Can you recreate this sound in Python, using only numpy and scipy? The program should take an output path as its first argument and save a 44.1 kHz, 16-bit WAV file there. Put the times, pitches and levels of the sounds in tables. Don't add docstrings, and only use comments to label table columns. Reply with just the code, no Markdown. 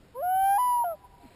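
import sys
import numpy as np
from scipy import signal
from scipy.fft import rfft, irfft, next_fast_len
from scipy.io import wavfile
from scipy.ndimage import uniform_filter1d, map_coordinates

SR = 44100
rng = np.random.default_rng(int(sys.argv[2]) if len(sys.argv) > 2 else 0)


def transcribe(signal):
    frames = np.atleast_2d(signal).T
    limited = np.clip(frames, -1, 1)
    pcm = np.round(limited * 32767).astype(np.int16)
    wavfile.write(sys.argv[1], SR, pcm)


def invert_db(x):
    u = np.asarray(x, float) / 20
    return 10 ** u


N = 59535

# frequency [Hz], density [dB per Hz].
AIR_COLOUR = [(65, -39), (110, -6), (533, -12), (845, -19.5), (1160, -20), (5600, -29.5), (7280, -60),
              (12300, -120)]

# frequency [Hz], density [dB per Hz].
RUMBLE_COLOUR = [(8.8, -34.5), (15, -10), (32, -1), (75, -6), (200, -20), (260, -45.5), (440, -120)]

# time [s], level [dB].
BREEZE_LEVEL = [(0, -61), (.2, -59), (.45, -50), (.6, -56), (.75, -60), (.9, -59), (1.1, -59.5),
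                (1.35, -62)]

# pitch [Hz], width [Hz], level [dB].
BUBBLE_SIZES = [(2055, 130, -3), (2370, 120, -0.5), (2810, 250, -4), (3410, 53, -7.5), (3990, 110.7, 1)]

# delay [s], level [dB].
BANK_ECHOES = [(.27, -41), (.355, -32.5), (.378, -37), (.41, -36.5), (.462, -38), (.55, -35), (.69, -38.5)]

# time [s], level [dB].
AIR_CARRY = [(.5, -2), (.78, 1), (.9, 2), (.95, -3), (1.0, -10), (1.05, 3), (1.09, -11), (1.14, 0),
             (1.18, -8), (1.22, 1), (1.35, -3)]

# centre [Hz], width [Hz], level under the fundamental [dB].
THROAT_RESONANCES = [(1580, 235, -21), (2433, 90, -35), (3014, 114, -27.5), (3380, 90, -37),
                     (4920, 120, -32.5), (5635, 150, -36.5)]

# time [s], pitch [Hz], level [dB], second partial [dB], mouth opening [dB].
OPENING_RISE = [(0.146, 457.0, -55, -60.5, 3.5), (0.156, 474.2, -43, -43.5, 3),
                (0.17, 501, -39.5, -42, 5.5), (0.2, 550, -33, -47, 1), (0.221, 619, -33, -57, 3)]
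LOW_NOTE = [(.229, 701.5, -29, -49, -5.5), (.245, 712, -27.5, -45.5, -3), (.3, 740.1, -25.5, -44, -2.5),
            (.38, 764.6, -23.5, -44.5, -1), (.46, 783.3, -22.5, -42, 4), (.53, 797, -22, -39.5, 0.5),
            (.56, 808, -23, -41, 2.5), (.572, 818.6, -22, -45.5, -2), (.58, 861, -25.5, -46, -0.5)]
HIGH_NOTE = [(0.581, 975, -24, -54.5, -3), (.6, 996, -23, -51.5, 0), (.62, 992.4, -24, -54, 0.5),
             (0.659, 990.5, -24, -53, -1), (0.719, 978.4, -24, -57.5, -1.5),
             (0.779, 963.8, -24.5, -64.5, -2), (.82, 948, -25, -68.5, -9), (.84, 925, -28, -74, -22)]
CLOSING_FALL = [(.842, 733, -27, -48.5, 4), (0.854, 708, -28, -45, -2.5), (0.881, 690.3, -29.5, -46, -2.5),
                (0.916, 658, -32.5, -42, 1.5), (0.937, 622, -36.5, -53, -8), (0.951, 589, -44, -72, -7)]

# start [s], fade in [s], end [s], fade out [s].
NOTE_EDGES = [
    (0.137, 0.01, .5855, 0.0072),
    (.5805, 0.0053, .843, 0.005),
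    (0.8391, 0.0041, 0.96, .012),
]

# beat rate [per second], level depth [ratio], phase depth [rad], T60 [s], start phase [rad].
BREAK_BEATS = [
    (240, 0, 0, .1, 0),
    (239.4, .24, -.17, .13, .3),
    (235, .25, .2, 0.072, .3),
]

PARTIAL_LOSS = [
    1.2,
    0.17,
    2.5,
]

# start [s], pitch [Hz], level [dB], length [s].
THROAT_CATCH = [
    (.84, 3100, -60, .018),
    (.841, 5250, -68, .012),
]

TRICKLE_START_S, TRICKLE_RISE_S = 1.15, 0.1


def unit(x):
    return x / np.sqrt(np.mean(x ** 2) + 1e-20)


def wobble(rate):
    knots = rng.standard_normal(int(N * rate / SR) + 4)
    return map_coordinates(knots, [np.arange(N) * rate / SR])


def ramp(u):
    return np.sin(np.pi / 2 * np.clip(u, 0, 1)) ** 2


def filtered(x, response):
    m = next_fast_len(N + SR // 2)
    return irfft(rfft(x, m) * response(np.fft.rfftfreq(m, 1 / SR)), m)[..., :N]


def hiss(points):
    f, db = np.transpose(points)
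    noise = rng.standard_normal(N)
    return unit(filtered(noise, lambda hz: invert_db(np.interp(np.log(hz + 1), np.log(f + 1), db))))


def lake():
    s, db = np.transpose(BREEZE_LEVEL)
    breeze = invert_db(np.interp(np.arange(N) / SR, s, db) + 1.2 * wobble(7.5) - 2.5)
    air = invert_db(-60) * invert_db(0.6 * wobble(6))
    return air * hiss(AIR_COLOUR) + breeze * hiss(RUMBLE_COLOUR)


def bubbles(count, hz, spread, cycles):
    row = rng.random((count, 2))
    u = np.arange(1500) / SR
    pitch = hz * np.exp(spread * rng.standard_normal((count, 1)))
    at = TRICKLE_START_S + (N / SR - TRICKLE_START_S) * row[:, :1]
    size = invert_db(-2 * np.log(row[:, 1:] + 0.0013))
    size = size * np.clip((at - TRICKLE_START_S) / TRICKLE_RISE_S, 0.1, 1)
    life = u * pitch / cycles
    ring = np.sin(2 * np.pi * pitch * u * (1 + 0.02 * life))
    grain = size * life * np.exp(-3 * life) * ring
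    place = (at * SR).astype(int) + np.arange(len(u))
    out = np.bincount(place.ravel(), grain.ravel(), N + len(u))[:N]
    return out / np.std(out[-SR // 8:])


def gulp():
    start_s, length_s = 1.23, 0.05
    from_hz, to_hz = 315, 205
    u = np.clip((np.arange(N) / SR - start_s) / length_s, 0, 1)
    turn = 2 * np.pi * np.cumsum(from_hz + (to_hz - from_hz) * u) / SR
    level = invert_db(-47 + 1.6 * wobble(90.6)) * np.sin(np.pi * u)
    second_mode = 0.7 * (1 - u) * np.sin(1.35 * turn)
    splash = 0.3 * wobble(1100)
    return level * (np.sin(turn) + second_mode + splash)


def hull():
    favoured = sum(invert_db(db) * bubbles(count=60, hz=hz, spread=1.5 * width / hz, cycles=30)
                   for hz, width, db in BUBBLE_SIZES)
    trickle = 0.55 * favoured + bubbles(count=500, hz=2800, spread=0.45, cycles=5.6)
    laps = bubbles(count=40, hz=508, spread=0.55, cycles=6)
    return gulp() + invert_db(-68) * trickle + invert_db(-65) * laps


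def shores(call):
    t = np.arange(N) / SR
    scatter_t60, woods = 0.0037, (0.14, -38, 1.4)
    reply = np.zeros(N)
    for s, db, t60 in [(s, db, scatter_t60) for s, db in BANK_ECHOES] + [woods]:
        burst = (t > s) * invert_db(-60 * np.abs(t - s) / t60) * rng.standard_normal(N)
        reply += invert_db(db) * burst / np.linalg.norm(burst)
    answer = signal.fftconvolve(call, reply)[:N]
    dull = filtered(answer, lambda hz: 1 / (1 + (hz / 1490) ** 2))
    return invert_db(np.interp(t, *np.transpose(AIR_CARRY))) * dull


def throat(hz):
    return invert_db(-57.5) + sum(invert_db(db) / (1 + ((hz - centre) / width) ** 2)
                            for centre, width, db in THROAT_RESONANCES)


def note(rows, edge, beat, loss_db):
    jitter_hz, shimmer_db = 0.98, -0.22
    brightens, loud_db = 0.87, -22
    t = np.arange(N) / SR
    s, *columns = np.transpose(rows)
    hz, db, second_db, open_db = [uniform_filter1d(np.interp(t, s, c), size=250) for c in columns]
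    start, fade_in, end, fade_out = edge
    rate, depth, swing, t60, phase = beat

    u = np.maximum(t - start, 0)
    dying = invert_db(-60 * u / t60)
    cycle = 2 * np.pi * rate * u + phase
    turn = 2 * np.pi * np.cumsum(hz + jitter_hz * wobble(60)) / SR + swing * dying * np.sin(cycle)

    upper = sum(throat(k * hz) * invert_db(-loss_db * (k - 3)) * np.sin(k * turn) for k in range(3, 9))
    effort = invert_db(open_db + brightens * (db - loud_db))
    voice = invert_db(db) * (np.sin(turn) + effort * upper)
    voice = voice + invert_db(second_db) * np.cos(2 * turn)
    gate = ramp((t - start) / fade_in) * ramp((end - t) / fade_out)
    gate = gate * (1 + depth * dying * np.cos(cycle))
    return np.sqrt(2) * gate * invert_db(shimmer_db * wobble(40)) * voice


def catch():
    t = np.arange(N) / SR
    return sum(invert_db(db) * np.sin(np.pi * np.clip((t - s) / length, 0, 1)) * np.sin(2 * np.pi * hz * t)
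               for s, hz, db, length in THROAT_CATCH)


def loon():
    registers = (OPENING_RISE + LOW_NOTE, HIGH_NOTE, CLOSING_FALL)
    parts = zip(registers, NOTE_EDGES, BREAK_BEATS, PARTIAL_LOSS)
    return catch() + sum(note(*part) for part in parts)


def scene():
    call = loon()
    around = filtered(hull() + lake(), lambda hz: 1 / (1 + (hz / 5650) ** 30))
    return (call + shores(call) + around)[None]


def low_pass(x):
    return signal.sosfilt(signal.butter(12, 15270, fs=SR, output="sos"), x)


def record(dry):
    rate, hold, top_hz = 12000, 4, 15280
    fine = signal.resample(dry, N * rate * hold // SR, axis=1)
    held = np.repeat(fine[:, ::hold], hold, axis=1)
    mix = filtered(signal.resample(held, N, axis=1), lambda hz: hz < top_hz)
    return low_pass(mix)


dry = scene()
out = record(dry)
transcribe(out)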